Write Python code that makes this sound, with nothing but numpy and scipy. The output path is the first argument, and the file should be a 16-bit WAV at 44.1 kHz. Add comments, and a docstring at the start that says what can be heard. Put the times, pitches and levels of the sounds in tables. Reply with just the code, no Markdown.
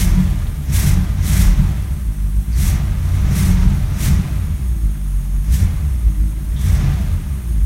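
"""The boom of a revving V8 fills the driver's seat, then sinks to a lumpy cold idle as the throttle
is blipped again and again. Uneven firings excite standing waves in the cabin and the exhaust pipe,
which boom, drone and bark. The carburettor gasps with the blips, and fan and valve gear rush with
the revs. Behind them air sizzles past the throttle plate, the linkage scrapes and the alternator
whines faintly. Engine speed is counted throughout in firings per second."""
import sys
import numpy as np
from scipy import signal
from scipy.fft import rfft, irfft
from scipy.io import wavfile
from scipy.ndimage import uniform_filter1d, minimum_filter1d

SR = 44100
rng = np.random.default_rng(int(sys.argv[2]) if len(sys.argv) > 2 else 0)


def transcribe(signal):
    """Save signal, clipped to [-1, 1], as a 16-bit WAV file at the path in sys.argv[1]."""
    frames = np.atleast_2d(signal).T
    limited = np.clip(frames, -1, 1)
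    pcm = np.round(limited * 32767).astype(np.int16)
    wavfile.write(sys.argv[1], SR, pcm)


N = 337759
T = np.arange(N) / SR
HZ = np.fft.rfftfreq(N, 1 / SR)

# Levels in the tables are relative: each source adds its own gain.
# pedal presses (start [s], held [s], push [firings/s], gasp length [s], gasp level [dB])
BLIPS = [(-0.198, 0.29, 145.7, 0.14, -25), (0.601, 0.25, 187, 0.2, -27), (1.126, 0.332, 196, 0.22, -27),
         (2.452, 0.26, 121, 0.16, -29), (2.921, 0.33, 75.6, 0.18, -51), (3.212, 0.38, 131.3, 0.17, -30),
         (3.871, 0.189, 212, 0.12, -28), (5.392, 0.17, 121, 0.1, -31.5), (6.471, 0.35, 117, 0.18, -36.5)]
# hunting of the cold engine with the foot off (time [s], speed [firings/s])
IDLE_SPEED = [(0, 46.2), (0.65, 49.7), (2.15, 38.3), (2.5, 51.7), (4.8, 47.3), (5.2, 44.1), (5.45, 48.3),
              (6.15, 44.0), (6.4, 52.3), (7.4, 50.5), (7.66, 47.1)]
# the eight cylinders at the tailpipe at high revs, in firing order (level [dB])
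CYLINDER_LEVELS = [3, 1, -1.5, -2.5, 0.5, -5, -2, -1]
# uneven burning: misfires dip, rich thumps swell (time [s], length [s], level [dB])
STUMBLES = [(.61, 0.12, -4), (1.06, 0.12, -2.5), (1.98, .07, -9.5), (2.14, 0.058, -11), (2.38, .06, 8),
            (2.44, .05, -10), (2.65, 0.068, 8), (2.94, 0.046, 4.5), (4.53, 0.058, 4.5), (4.59, .06, -11),
            (4.87, 0.067, 5.5), (5.0, 0.1, -4), (5.51, 0.048, 4.5), (5.64, 0.073, 9), (5.87, .06, 2),
            (6.07, 0.064, 8), (6.22, 0.11, 5.5), (6.39, 0.12, -5.5), (6.54, .07, 3), (6.76, 0.1, 2.5),
            (7.24, .12, -3), (7.4, 0.079, -6), (7.62, 0.064, 5.5)]
# exhaust with the throttle shut (speed [firings/s], boom [dB], drone [dB], bark [dB])
EXHAUST_BY_SPEED = [(45, -18.5, -32.5, -30), (59, -18.5, -30, -32), (71, -18, -26.5, -26.5),
                    (89.6, -20.5, -19.5, -30), (101.6, -17.5, -25.5, -28), (124, -21, -25, -23.5),
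                    (141, -17, -18, -22), (150, -17.5, -23.5, -24), (167, -12.5, -24, -29.5)]
# plain firing note over the burble in the boom (speed [firings/s], level [dB])
NOTE_BY_SPEED = [(46, 8), (54, 7.5), (64, -1), (90, -10), (120, -25)]
# lowest standing waves of the cabin (frequency [Hz], bandwidth [Hz], level [dB])
BOOM_MODES = [(41.16, 11.9, 6), (57.15, 13.5, 6.5)]
# lowest standing wave of the pipe (frequency [Hz], bandwidth [Hz], level [dB])
DRONE_MODES = [(87, 12.7, 0)]
# upper standing waves of the pipe (frequency [Hz], bandwidth [Hz], idle [dB], high revs [dB])
BARK_MODES = [(141.1, 20, 1, 0), (183.2, 9.1, -9.5, 5), (197, 12.2, -3.5, -10.5)]
# floor panels shaken by the exhaust (frequency [Hz], bandwidth [Hz], level [dB])
FLOOR_MODES = [(232, 12.5, 1.5), (291.2, 29, 0), (348.6, 31, -11)]
# spectrum of air drawn through the open throttle (frequency [Hz], level [dB])
GASP_SPECTRUM = [(900, -28), (1600, -4), (2050, -3), (2550, -5.5), (3500, -2), (4900, -6.5), (5800, -2.5),
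                 (7400, -2.5), (8300, -0.5), (9800, -1), (10500, -6), (10950, 0), (13000, -4), (15800, -10)]
# cavity resonances of the air cleaner (frequency [Hz], bandwidth [Hz], level [dB])
AIR_CLEANER_MODES = [(2100, 990, 1.5), (3520, 1300, -8.5), (5780, 2060, -1)]
# spectrum of fan and valve gear (frequency [Hz], level [dB])
RUSH_SPECTRUM = [(200, 1), (330, -4.5), (480, -14.5), (650, -11.5), (860, -13), (1050, -11), (1600, -14),
                 (2100, -14), (2500, -16.5), (3000, -19.5), (3600, -19.5), (5000, -25.5), (6500, -25.5),
                 (11000, -49)]
# fan and valve gear with the throttle shut (speed [firings/s], level [dB])
RUSH_BY_SPEED = [(46, -45.5), (60, -44), (88, -39.5), (125, -37), (166, -37.5)]
# bulkhead panels that ring in the rush (frequency [Hz], bandwidth [Hz], level [dB])
BULKHEAD_MODES = [(444, 80, -5.5), (582, 110, -5.5), (777, 74, -4.5), (976, 24, -19), (1326, 20, -32),
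                  (2070, 48, -4)]
# spectrum of air leaking past the throttle plate (frequency [Hz], level [dB])
SIZZLE_SPECTRUM = [(1760, -21), (3000, -8), (3400, -3), (3900, -16), (4950, -13), (5250, -3.5), (7900, -2),
                   (9300, 1.5), (10500, 0.5), (11500, 3), (13800, -1.5), (15800, -3)]
# edge tones of the throttle plate (base frequency [Hz], bandwidth [Hz], level [dB])
EDGE_TONES = [(6570, 340, -60.5), (8720, 210, -57.5), (8780, 220, -59.5), (9800, 300, -58),
              (11040, 300, -60), (11460, 600, -64.5), (14500, 700, -66)]
# wander of the edge tones as the engine warms (time [s], pitch factor [ratio], level [dB])
WARMING = [(0, 1, -1), (2.8, 0.93, -1), (4.5, .998, 1.5), (6.9, 0.98, -0.5), (7.66, 1.004, 2.5)]
# clicks and squeaks of the throttle linkage (time [s], level [dB], frequency [Hz], decay [s])
LINKAGE_SCRAPES = [(.468, -36, 3730, 0.0066), (2.527, -43, 4520, 0.034), (6.56, -43.5, 3500, 0.14)]
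# swells of the alternator whine (time [s], length [s], level [dB])
WHINE_SWELLS = [(3.6, .25, 6), (4.79, 0.16, 14.5), (6.25, 0.46, 17), (6.96, 0.21, 5.5), (7.5, .09, 19.5)]


def engine(manifold_s=.076, flywheel_s=.212, start_speed=142, full_push=107):
    """Inertia: the manifold charge lags the pedal, the flywheel the charge. Gives speed and load (0-1)."""
    pedal = sum(push * gate(start, held, rise=.145, fall=.074) for start, held, push, _, _ in BLIPS)
    charge = lagged(pedal, manifold_s, pedal[0])
    idle = curve(IDLE_SPEED)
    speed = idle + lagged(charge, flywheel_s, start_speed - idle[0])
    return speed, np.tanh(charge / full_push)


def firing_pulses(firings, speed, muffled=0.924):
    """A pulse train: the muffler evens out what all firings share, so their differences burble."""
    count = np.arange(1, int(firings[-1]) - 1)
    burn, late = rng.standard_normal((len(count), 2)).T * [[.24], [.025]]  # scatter of size and timing
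    contrast = np.interp(np.interp(count, firings, speed), [52, 100], [.55, 1])  # less at idle
    size = amp(contrast * np.take(CYLINDER_LEVELS, count, mode="wrap")) * (1 + burn)
    onsets = np.minimum(np.searchsorted(firings, count + late), N - 1)
    pulses = np.zeros(N)
    pulses[onsets] = size - muffled * contrast * size.mean()
    return pulses


def exhaust_levels(firings, speed, load, overrun_speed=159):
    """Amplitude modulation: speed, load and uneven burning set the boom, drone and bark in dB."""
    cycle = np.cos(2 * np.pi * firings / len(CYLINDER_LEVELS))  # one throb in eight firings
    uneven_db = swells(STUMBLES) + 1.87 * drift(12.3) + 1.2 * cycle
    # the pipe barks as the revs fall through the overrun speed
    coasting = np.clip(-np.gradient(speed) * SR / 130, 0, 1)
    overrun_db = 12 * coasting * np.exp(-((speed - overrun_speed) / 8.4) ** 2)
    # it coughs just after each press, as the squirt of fuel burns
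    cough_db = swells([(start + 0.084, 0.092, 2.5) for start, *_ in BLIPS])
    boom_db = by_speed(EXHAUST_BY_SPEED, speed, column=1) + 3.5 * load + uneven_db
    drone_db = by_speed(EXHAUST_BY_SPEED, speed, column=2) + 5 * load + 0.74 * uneven_db
    bark_db = by_speed(EXHAUST_BY_SPEED, speed, column=3) + 6 * load + 0.16 * uneven_db
    return boom_db, drone_db, bark_db + overrun_db + cough_db


def exhaust(firings, speed, load, floor_db=-45, gain_db=.5):
    """Forced resonance: pulses and turbulent gas drive the modes of cabin, pipe and floor."""
    turbulence = .18 * rng.standard_normal(N)
    drive = unit_rms(firing_pulses(firings, speed)) + turbulence
    boom_db, drone_db, bark_db = exhaust_levels(firings, speed, load)
    note = unit_rms(np.sin(2 * np.pi * firings + 0.25 * drift(19)))  # firings come early and late
    burble = steadied(ring(drive, BOOM_MODES), 0.082)
    boom = burble + amp(by_speed(NOTE_BY_SPEED, speed)) * note  # the note takes over at idle
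    revs = np.clip((speed - 60) / 100, 0, 1)  # a faster blow-down favours the middle bark mode
    bark = sum(amp(idle_db + revs * (high_db - idle_db)) * resonate(drive, hz, width)
               for hz, width, idle_db, high_db in BARK_MODES)
    # the floor follows the bark only in part, and sluggishly
    shaking_db = 0.44 * uniform_filter1d(bark_db - bark_db.mean(), size=SR // 8)
    sound = amp(boom_db) * steadied(boom, 0.045)
    sound += amp(drone_db) * steadied(ring(drive, DRONE_MODES), 0.024)
    sound += amp(bark_db) * steadied(bark, 0.11)
    sound += amp(floor_db + shaking_db) * steadied(ring(drive, FLOOR_MODES), 0.062)
    rumble_cut = signal.butter(6, 31, "high", fs=SR, output="sos")
    return amp(gain_db) * signal.sosfiltfilt(rumble_cut, sound)


def carburettor(firings, load, delay_s=0.078, linger_s=0.17, gasp_gain_db=-1, hollow_gain_db=-8):
    """Turbulent intake gasps once the throttle is well open; cavity resonance adds a hollow swell."""
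    airflow = sum(amp(db) * gate(start + delay_s, length, rise=0.071, fall=0.12) ** 2
                  for start, _, _, length, db in BLIPS)
    airflow += amp(-42) * lagged(load, 0.27, load[0])  # a little air keeps flowing while the revs die
    strokes = 1 + 0.037 * np.cos(2 * np.pi * firings) + 0.14 * drift(51)  # ripple of the intake strokes
    hiss = coloured(strokes * rng.standard_normal(N), GASP_SPECTRUM)
    gasp = uniform_filter1d(airflow, size=SR // 35) * hiss
    slow_draw = uniform_filter1d(airflow, int(linger_s * SR)) + amp(-39) * load ** 2
    hollow = slow_draw * unit_rms(ring(strokes * rng.standard_normal(N), AIR_CLEANER_MODES))
    return amp(gasp_gain_db) * gasp + amp(hollow_gain_db) * hollow


def fan_and_valves(firings, speed, load, load_db=5.5, gain_db=3):
    """Broadband noise grows with speed and load, throbs with the firings and excites bulkhead modes."""
    throb = 1 + 0.099 * np.cos(2 * np.pi * firings) + 0.071 * drift(49)
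    rush = coloured(throb * rng.standard_normal(N), RUSH_SPECTRUM)
    level_db = by_speed(RUSH_BY_SPEED, speed) + load_db * load + gain_db
    return amp(level_db) * unit_rms(rush + ring(rush, BULKHEAD_MODES))


def throttle_leak(speed, load, sizzle_db=-46.3, flutter_db=2):
    """Jet noise: air sizzles past the throttle plate and sheds faint, wandering edge tones."""
    bend = curve(WARMING, column=1) - .012 * load  # the tones flatten under load
    tones = np.zeros(N)
    for hz, width, db in EDGE_TONES:
        pitch = hz * bend * (1 + 0.0081 * drift(5.7))
        strength = amp(db + flutter_db * drift(9.5))
        tones += strength * unit_rms(resonate(rng.standard_normal(N), pitch, width))
    tones_db = curve(WARMING, column=2) - 3 * np.log2(speed / speed.min())  # they fade as revs rise
    sizzle = amp(sizzle_db + 0.75 * drift(22)) * coloured(rng.standard_normal(N), SIZZLE_SPECTRUM)
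    return sizzle + amp(tones_db) * tones


def linkage(width_hz=650):
    """Friction: decaying bursts of narrow-band noise as the pedal takes up its slack."""
    scrapes = np.zeros(N)
    for start, db, hz, decay in LINKAGE_SCRAPES:
        envelope = (T > start) * np.exp(-abs(T - start) / decay)
        scrapes += amp(db) * envelope * unit_rms(resonate(rng.standard_normal(N), hz, width_hz))
    return scrapes


def alternator(firings, speed, base_db=-60, doubling_db=6.5):
    """Phase modulation: belt slip, greater at high revs, wavers a whine at six times the firing rate."""
    slip = np.interp(speed, [55, 120], [.35, 1.1])
    phase = 2 * np.pi * 6 * firings + slip * drift(18)
    whine_db = base_db + doubling_db * np.log2(speed / 50) + swells(WHINE_SWELLS)
    return amp(whine_db - slip + 2.5 * drift(18)) * unit_rms(np.sin(phase))


def cabin_reflections(x, wet=0.27, t60_s=0.078):
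    """Interference: early reflections from glass and dashboard ripple the spectrum."""
    t = T[:SR // 10]
    echoes = rng.standard_normal(len(t)) * amp(-60 * t / t60_s) * (t > .002)
    reflected = signal.oaconvolve(x, echoes / np.linalg.norm(echoes))[:N]
    return (x + wet * reflected) / np.hypot(1, wet)


def resonate(x, hz, width):
    """A damped resonator of gain 1 whose frequency may follow a curve."""
    carrier = np.exp(2j * np.pi * np.cumsum(hz * np.ones(N)) / SR)
    pole = np.exp(-np.pi * width / SR)
    return 2 * (carrier * signal.lfilter([(1 - pole) ** 2], [1, -2 * pole, pole ** 2], x / carrier)).real


def ring(x, modes):
    """Modal superposition: the sum of steady resonances driven by x."""
    return sum(amp(db) * resonate(x, hz, width) for hz, width, db in modes)


def coloured(x, spectrum):
    """Spectral shaping by (frequency [Hz], level [dB]) points, scaled to rms 1."""
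    hz, db = np.transpose(spectrum)
    gain = amp(np.interp(np.log(HZ + 1), np.log(hz), db))
    return unit_rms(irfft(rfft(x) * gain, N))


def drift(hz):
    """Random fluctuation: noise low-passed at hz, rms 1."""
    return unit_rms(irfft(rfft(rng.standard_normal(N)) / (1 + (HZ / hz) ** 4), N))


def lagged(x, seconds, start):
    """First-order lag: relaxes towards x from a starting value."""
    keep = np.exp(-1 / (seconds * SR))
    return start + signal.lfilter([1 - keep], [1, -keep], x - start)


def gate(start, held, rise, fall):
    """Trapezoidal envelope: rises from start and falls once the held time is over."""
    return np.clip((T - start) / rise, 0, 1) * np.clip(1 - (T - start - held) / fall, 0, 1)


def swells(rows):
    """Gaussian bumps of level from rows of (time [s], length [s], level [dB])."""
    return sum(db * np.exp(-(2 * (T - centre) / length) ** 2) for centre, length, db in rows)


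def curve(rows, column=1):
    """Linear interpolation of a table column over time."""
    rows = np.asarray(rows)
    return np.interp(T, rows[:, 0], rows[:, column])


def by_speed(rows, speed, column=1):
    """Linear interpolation of a table column over the firing rate."""
    rows = np.asarray(rows)
    return np.interp(speed, rows[:, 0], rows[:, column])


def steadied(x, seconds):
    """Normalisation to a running rms of 1, leaving the faster throb."""
    size = int(seconds * SR)
    power = uniform_filter1d(uniform_filter1d(x ** 2, size), size)
    return x / np.sqrt(abs(power) + 1e-20)


def unit_rms(x):
    """Normalisation to an overall rms of 1."""
    return x / np.sqrt(np.mean(x ** 2) + 1e-20)


def amp(db):
    """Decibels to amplitude ratio."""
    return 10 ** (np.asarray(db) / 20)


def scene():
    """Superposition: the sources of one engine, sharing its speed and load, add in a mono channel."""
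    speed, load = engine()
    firings = np.cumsum(speed) / SR  # running count
    airy = fan_and_valves(firings, speed, load) + carburettor(firings, load)
    airy += throttle_leak(speed, load) + linkage()
    return (exhaust(firings, speed, load) + alternator(firings, speed) + cabin_reflections(airy))[None]


def record(dry, ceiling=.88, cutoff_hz=15830):
    """Peak limiting eases the tallest swells; a low-pass filter then bounds the treble."""
    safe_gain = np.minimum(1, ceiling / (abs(dry) + 1e-9))
    limited = dry * uniform_filter1d(minimum_filter1d(safe_gain, size=900), size=900)
    low_pass = signal.firwin(801, cutoff_hz, window=("kaiser", 9), fs=SR)
    return signal.oaconvolve(limited, low_pass[None], "same")


dry = scene()
out = record(dry)
transcribe(out)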